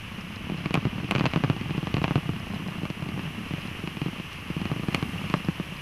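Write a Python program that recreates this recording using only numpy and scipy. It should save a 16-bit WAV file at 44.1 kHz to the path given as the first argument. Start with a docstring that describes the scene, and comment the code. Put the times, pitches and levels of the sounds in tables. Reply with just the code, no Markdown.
"""A camera mount on a car knocks and rocks as the car drives over ruts in packed snow and ice.
Each hit is a decaying swing (thump), struck stop resonances (knock) and housing resonances (crack).
Between jolts small bumps shudder the mount: short rocking bursts, scuffs and a shaped-noise drone.
Tyre rush, road rumble and snow hiss are shaped noise; crunch, grit and ice ticks are random grains.
A faint steady sine is the whine of the camera's electronics."""
import sys
import numpy as np
from scipy import signal
from scipy.fft import rfft, irfft
from scipy.io import wavfile

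SR = 44100
rng = np.random.default_rng(int(sys.argv[2]) if len(sys.argv) > 2 else 0)


def generate_wav(signal):
    """Clip the signal to [-1, 1] and save it as 16-bit WAV at the path in sys.argv[1]."""
    frames = np.transpose(np.atleast_2d(signal))
    scaled = np.clip(frames, -1, 1) * 32767
    pcm = np.round(scaled).astype(np.int16)
    wavfile.write(sys.argv[1], SR, pcm)


N = 256220

# Tyre rush and snow hiss, with a swell through looser snow near the end; each is trimmed under 1 dB later.
# Each row: time in seconds, rush level in dB, hiss level in dB.
DRIVE_S_DB = [(0.0, -42, -60), (0.6, -42.5, -62), (1.3, -40.5, -61.5), (2.2, -41, -59.5), (3.0, -43, -59.5),
              (3.6, -41, -58.5), (4.65, -41.5, -59), (5.1, -39.5, -55.5), (5.45, -40.5, -58),
              (5.8, -41, -58)]
# Shaking of the mount on rough snow. Each row: time in seconds, level in dB.
SHUDDER_S_DB = [(0.0, -45.5), (0.3, -42), (0.52, -37), (0.78, -39.5), (0.96, -35), (1.35, -35), (1.7, -35),
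                (2.05, -41), (2.5, -35), (2.78, -36.5), (2.88, -44.5), (3.06, -34.5), (3.3, -38.5),
                (4.1, -41), (4.3, -51), (4.65, -34), (5.25, -36), (5.55, -43)]
# Larger bits of ice hitting the body. Each row: start in seconds, level in dB before a common trim.
ICE_TICKS_S_DB = [(0.2099, -37), (0.3594, -34.5), (1.1916, -32), (2.0298, -36), (2.3984, -41),
                  (2.6778, -36), (4.3306, -36), (5.4465, -35.5)]
# Jolts of the mount, and the harder rebounds that follow some within 15 ms.
# Each row: start in seconds, thump level in dB, knock level in dB, crack level in dB.
JOLTS_S_DB = [(0.499, -16.5, -27, -35), (0.520, -15.5, -31, -42), (0.544, -17, -32, -51),
              (0.659, -13, -21.5, -25.5), (0.708, -16, -23.5, -32), (0.7426, -12.5, -16.5, -16),
              (0.754, -13.5, -14, -22.5), (0.7747, -9.5, -20.5, -53), (0.853, -9, -21, -35),
              (0.869, -15, -30, -47), (1.045, -16.5, -31, -33), (1.111, -17, -16, -15.5),
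              (1.121, -15.5, -20, -31), (1.152, -12, -16, -21), (1.161, -12, -18, -24),
              (1.183, -14.5, -24, -25), (1.197, -20, -22, -24.5), (1.209, -9.5, -16, -31),
              (1.241, -11.5, -20.5, -36), (1.2563, -19.5, -13, -18.5), (1.264, -11, -17, -18),
              (1.336, -17.5, -19.5, -24), (1.3607, -8.5, -15.5, -29), (1.373, -11.5, -38, -34),
              (1.438, -10, -15.5, -27.5), (1.445, -11.5, -19, -41), (1.4998, -6, -16, -27),
              (1.565, -18, -27, -33), (1.612, -17, -34, -32), (1.708, -13.5, -26, -30.5),
              (1.779, -11.5, -26, -35), (1.829, -15.5, -26.5, -36), (1.871, -17, -21, -29),
              (1.942, -10.5, -21, -22), (1.968, -14, -20, -24), (1.982, -13.5, -25, -37),
              (2.017, -13.5, -23.5, -35), (2.0423, -10.5, -12.5, -20), (2.080, -18, -21.5, -28.5),
              (2.109, -10, -17.5, -46), (2.157, -6, -15.5, -26), (2.179, -13, -25.5, -47),
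              (2.292, -11, -25, -37), (2.833, -15, -30, -38), (2.854, -21, -24, -31),
              (2.902, -16, -26, -30), (3.089, -19, -31, -30.5), (3.177, -18, -30, -42),
              (3.194, -19.5, -26, -37), (3.509, -17.5, -28.5, -39), (3.537, -15.5, -29, -35),
              (3.838, -17, -40, -41), (3.875, -18.5, -25.5, -27), (3.970, -20.5, -29, -35),
              (4.017, -12.5, -25, -28), (4.061, -13, -27.5, -40), (4.084, -18, -29.5, -45),
              (4.199, -18.5, -32, -41), (4.502, -15, -34, -48), (4.566, -13.5, -28, -37),
              (4.616, -17.5, -27, -32), (4.655, -15.5, -24, -29), (4.716, -10.5, -21, -39),
              (4.796, -17.5, -36, -36), (4.834, -18.5, -26.5, -38), (4.885, -10.5, -24, -32),
              (4.947, -13, -15, -14.5), (5.027, -12, -21, -28), (5.300, -17, -24, -25.5),
              (5.340, -9, -11, -26.5), (5.486, -8, -21.5, -36), (5.599, -13.5, -25, -43)]

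# Spectra of road rumble, snow hiss, tyres and mount drone.
# Each row: frequency in Hz, relative density in dB.
RUMBLE_HZ_DB = [(12, -34), (25, -8), (45, -5), (70, 0.5), (100, 7), (200, -20.5), (500, -64)]
SNOW_HZ_DB = [(3000, -45), (5500, -0.5), (7300, -4.5), (9000, -2), (10700, 2), (12000, -0.5), (13500, -6.5),
              (15300, -18)]
TYRES_HZ_DB = [(100, 3.5), (400, -1.5), (650, -4.5), (900, -2), (1140, 3), (1400, -3), (1750, -1),
               (2300, 2), (2830, 6.5), (3150, 0), (3650, -10.5), (5100, -16), (6100, -16), (7400, -34)]
SHAKE_HZ_DB = [(50, -28), (80, 8), (110, 7), (170, -6.5), (215, -3), (270, 2), (350, -3), (480, -16.5),
               (900, -46.5)]

# Resonances: mount in soft contact, mount in hard contact, housing, ice on the body.
# Each row: mean frequency in Hz, width in Hz, mean relative level in dB.
THUMP_MODES_HZ_DB = [(285, 161, 6)]
KNOCK_MODES_HZ_DB = [(445, 410, -9), (680, 420, -4.5), (900, 230, -39), (1103, 196, -7.5),
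                     (1680, 1600, -13)]
HOUSING_MODES_HZ_DB = [(2160, 1500, -24), (2455, 500, 10.5), (2830, 140, 0), (4220, 580, -13),
                       (4260, 610, 0), (6100, 1100, -3)]
TICK_MODES_HZ_DB = [(2760, 370, -16), (4090, 120, 21), (5060, 260, 18), (5970, 720, -34),
                    (10000, 3500, -11)]

RUMBLE_DB, RUMBLE_SWELL_DB = -45, 2.5
WHINE_HZ, WHINE_DB = 10519.4, -73
CUTOFF_HZ = 15500
# small bumps: ranges of gap, rocking rate and swings; scatter of size
BUMP_GAP_S, BUMP_HZ, BUMP_SWINGS, BUMP_SPREAD_DB = (.02, .045), (150, 220), (1.5, 4.5), 2.0
HOLD_BEFORE_S, HOLD_AFTER_S = .012, .025   # no small bumps around a jolt
# spring softens under load: harder thumps rock slower
ROCK_HZ, ROCK_AT_DB, SOFTENING_HZ_PER_DB, ROCK_SCATTER_HZ = 157.8, -14, 2.5, 12
# sharp cracks jam the mount early; soft thumps leave it rocking
SWINGS, SWINGS_PER_SOFT_DB, SWINGS_SCATTER = 1.63, .03, .4
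SHORT_SAMPLES = 3000   # length of one contact sound


def from_db(db):
    """Decibels to gain."""
    return 10 ** (np.asarray(db) / 20)


def rms_one(x):
    """Scale to rms 1."""
    return x / np.sqrt(np.mean(x ** 2) + 1e-20)


def per_ms(x):
    """Scale a short sound to the energy of one millisecond at rms 1."""
    return x / np.sqrt(np.sum(x ** 2) * 1000 / SR + 1e-20)


def in_time(rows):
    """Interpolate each column of a curve at every sample."""
    knots_s, *columns = np.transpose(rows)
    time_s = np.arange(N) / SR
    return [np.interp(time_s, knots_s, column) for column in columns]


def add(out, start_s, sound):
    """Mix a short sound in at its start time."""
    i = max(int(start_s * SR), 0)
    out[i:i + len(sound)] += sound[:max(N - i, 0)]


def cut(x, hz, kind, order=2):
    """Low- or high-pass."""
    sos = signal.butter(order, min(hz, SR / 2 - 1), kind, fs=SR, output="sos")
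    return signal.sosfilt(sos, x)


def drift(rate_hz):
    """Random knots joined by straight lines; rms 1."""
    knots = rng.standard_normal(N)
    return rms_one(np.interp(np.arange(N) * rate_hz / SR, np.arange(N), knots))


def coloured(x, spectrum_hz_db):
    """Filter x by a spectrum interpolated over log frequency; rms 1."""
    hz, db = np.transpose(spectrum_hz_db)
    bins_hz = np.maximum(np.fft.rfftfreq(N, 1 / SR), 1)
    gain = from_db(np.interp(np.log(bins_hz), np.log(hz), db))
    return rms_one(irfft(rfft(x) * gain, N))


def resonate(x, modes_hz_db):
    """Parallel two-pole resonances, scattered a little in pitch and strength at each call."""
    out = 0
    for hz, width_hz, db in modes_hz_db:
        hz, db = hz * rng.normal(1, .025), db + rng.normal(0, 1.5)
        radius, angle = np.exp(-np.pi * width_hz / SR), 2 * np.pi * hz / SR
        poles = [1, -2 * radius * np.cos(angle), radius * radius]
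        gain = from_db(db) * (1 - radius * radius) / 2
        out = out + gain * signal.lfilter([1, 0, -1], poles, x)
    return out


def road_rumble():
    """Low shaped noise wandering about a steady level."""
    level_db = RUMBLE_DB + RUMBLE_SWELL_DB * drift(3.01)
    return from_db(level_db) * coloured(rng.standard_normal(N), RUMBLE_HZ_DB)


def snow_hiss(hiss_db, trim_db=-0.55):
    """High shaped noise following the drive."""
    return from_db(hiss_db + trim_db) * coloured(rng.standard_normal(N), SNOW_HZ_DB)


def grains(per_s, spread_db):
    """Random clicks of uneven size and either sign."""
    sizes = from_db(spread_db * np.minimum(rng.exponential(1, N), 3))
    return (rng.random(N) < per_s / SR) * sizes * rng.choice([-1, 1], N)


def tyres(rush_db, shake_db, crunch_db=-7.5, grit_db=-22.0, trim_db=-0.22):
    """Shaped-noise rush, plus patchy grains of crunching snow and flung grit that grow on rough track."""
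    rush = coloured(rng.standard_normal(N), TYRES_HZ_DB) * from_db(0.58 * drift(25))
    rough_db = .4 * (shake_db - np.mean(shake_db)) + 3.5 * np.tanh(drift(30))
    crunch = cut(coloured(grains(per_s=500, spread_db=3.5), TYRES_HZ_DB), 2240, "low")
    grit = resonate(grains(per_s=110, spread_db=3.0), TICK_MODES_HZ_DB)
    patches = from_db(crunch_db) * rms_one(crunch) + from_db(grit_db) * rms_one(grit)
    return from_db(rush_db + trim_db) * (rush + from_db(rough_db) * patches)


def grating(decay_s):
    """A brief rub: a fading run of uneven slips, energy 1."""
    slips = rng.laplace(0, 1, SHORT_SAMPLES) * (rng.random(SHORT_SAMPLES) < .08)
    slips = slips * np.exp(-np.arange(SHORT_SAMPLES) / (decay_s * SR))
    return slips / np.sqrt(np.sum(slips ** 2))


def rock(rate_hz, swings):
    """The mount swings on its spring until dry friction brings it to a dead stop."""
    turns = np.arange(SHORT_SAMPLES) * rate_hz / SR
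    envelope = np.maximum(1 - (turns / max(swings + .5, 1)) ** 2, 0)
    return np.sin(2 * np.pi * turns) * envelope


def shudder(shake_db, rock_db=-1.0, bed_db=-5.5, scuff_db=-11):
    """Small bumps rock the mount in short bursts, each with a faint scuff; the car body drones beneath."""
    rocking, scuffs = np.zeros(N), np.zeros(N)
    jolts_s = np.array(JOLTS_S_DB)[:, 0]
    for start_s in np.cumsum(rng.uniform(*BUMP_GAP_S, 200)):
        rate_hz, swings = rng.uniform(*BUMP_HZ), rng.uniform(*BUMP_SWINGS)
        size_db = rng.normal(0, BUMP_SPREAD_DB)
        scuff = resonate(grating(decay_s=0.0066), THUMP_MODES_HZ_DB + KNOCK_MODES_HZ_DB)
        if np.any((start_s > jolts_s - HOLD_BEFORE_S) & (start_s < jolts_s + HOLD_AFTER_S)):
            continue   # a harder jolt has hold of the mount
        add(rocking, start_s, from_db(size_db) * rock(rate_hz, swings))
        add(scuffs, start_s, from_db(size_db) * scuff)
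    rocking = from_db(rock_db) * rms_one(cut(rocking, 59, "high"))
    scuffs = from_db(scuff_db) * rms_one(cut(scuffs, 1900, "low"))
    bed = from_db(bed_db) * coloured(rng.standard_normal(N), SHAKE_HZ_DB)
    return from_db(shake_db) * (rocking + scuffs + bed)


def electronics_whine():
    """Faint steady sine of the camera's electronics."""
    return from_db(WHINE_DB) * np.sin(2 * np.pi * WHINE_HZ * np.arange(N) / SR)


def ice_ticks(decay_s=0.00058, trim_db=-4):
    """Each bit of ice shatters in a tiny burst that rings the panel."""
    out = np.zeros(N)
    for start_s, level_db in ICE_TICKS_S_DB:
        tick = resonate(grating(decay_s), TICK_MODES_HZ_DB)
        add(out, start_s, from_db(level_db + trim_db) * per_ms(tick))
    return out


def soft_onset():
    """A short, soft grating lead-in that blurs the attack of each hit."""
    onset = resonate(grating(decay_s=0.0011), KNOCK_MODES_HZ_DB + HOUSING_MODES_HZ_DB)
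    return per_ms(cut(onset, 2300, "low"))


def bounces(rate_hz, keep):
    """A contact and two weaker rebounds, one per swing."""
    contacts = np.zeros(SHORT_SAMPLES)
    order = np.arange(3)
    contacts[(order * SR / rate_hz).astype(int)] = -keep ** order
    return contacts


def mount_thump(rate_hz, swings, push_db=-5.5):
    """Rocking of the mount plus the soft push of its contacts."""
    push = cut(resonate(bounces(rate_hz, keep=0.26), THUMP_MODES_HZ_DB), 630, "low")
    thump = per_ms(rock(rate_hz, swings)) + from_db(push_db) * per_ms(push)
    return per_ms(cut(thump, 49, "high", order=1))


def stop_knock(rate_hz, grate_db=-5.5):
    """Contacts and grating ring the mount against its stop."""
    contact = bounces(rate_hz, keep=0.056) + from_db(grate_db) * grating(decay_s=0.0098)
    return per_ms(cut(resonate(contact, KNOCK_MODES_HZ_DB), 1790, "low"))


def housing_crack(rate_hz, knock_db, crack_db, grate_db=-6, snap_db=-27, snap_per_db=15.0):
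    """Hard contacts ring the housing; a high snap grows as the crack nears or passes the knock."""
    contact = bounces(rate_hz, keep=0.28) + from_db(grate_db) * grating(decay_s=0.0019)
    crack = cut(resonate(contact, HOUSING_MODES_HZ_DB), 3050, "low", order=3)
    snap = resonate(bounces(rate_hz, keep=.1), [(9600, 3200, 0)])
    hardness_db = snap_per_db * min(crack_db - max(knock_db, -19), 1)
    return per_ms(crack) + from_db(snap_db + hardness_db) * per_ms(snap)


def mount_jolts(onset_db=-7, onset_lead_s=.0018):
    """Each jolt or rebound sounds as a short grating lead-in, then thump, knock and crack together."""
    out = np.zeros(N)
    for start_s, thump_db, knock_db, crack_db in JOLTS_S_DB:
        rate_hz = ROCK_HZ - SOFTENING_HZ_PER_DB * (thump_db - ROCK_AT_DB)
        rate_hz += ROCK_SCATTER_HZ * rng.standard_normal()
        swings = SWINGS + SWINGS_PER_SOFT_DB * (thump_db - crack_db)
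        swings += SWINGS_SCATTER * rng.standard_normal()
        add(out, start_s - onset_lead_s, from_db(crack_db + onset_db) * soft_onset())
        add(out, start_s, from_db(thump_db) * mount_thump(rate_hz, swings))
        add(out, start_s, from_db(knock_db) * stop_knock(rate_hz))
        add(out, start_s, from_db(crack_db) * housing_crack(rate_hz, knock_db, crack_db))
    return out


def scene():
    """Sum of all sources at one microphone."""
    rush_db, hiss_db = in_time(DRIVE_S_DB)
    shake_db, = in_time(SHUDDER_S_DB)
    rolling = road_rumble() + snow_hiss(hiss_db) + tyres(rush_db, shake_db) + shudder(shake_db)
    mix = rolling + electronics_whine() + ice_ticks() + mount_jolts()
    return mix[None]   # one channel


def record(dry):
    """Steep elliptic low-pass at the cutoff."""
    sos = signal.ellip(10, .1, 80, CUTOFF_HZ, fs=SR, output="sos")
    return signal.sosfilt(sos, dry)


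dry = scene()
out = record(dry)
generate_wav(out)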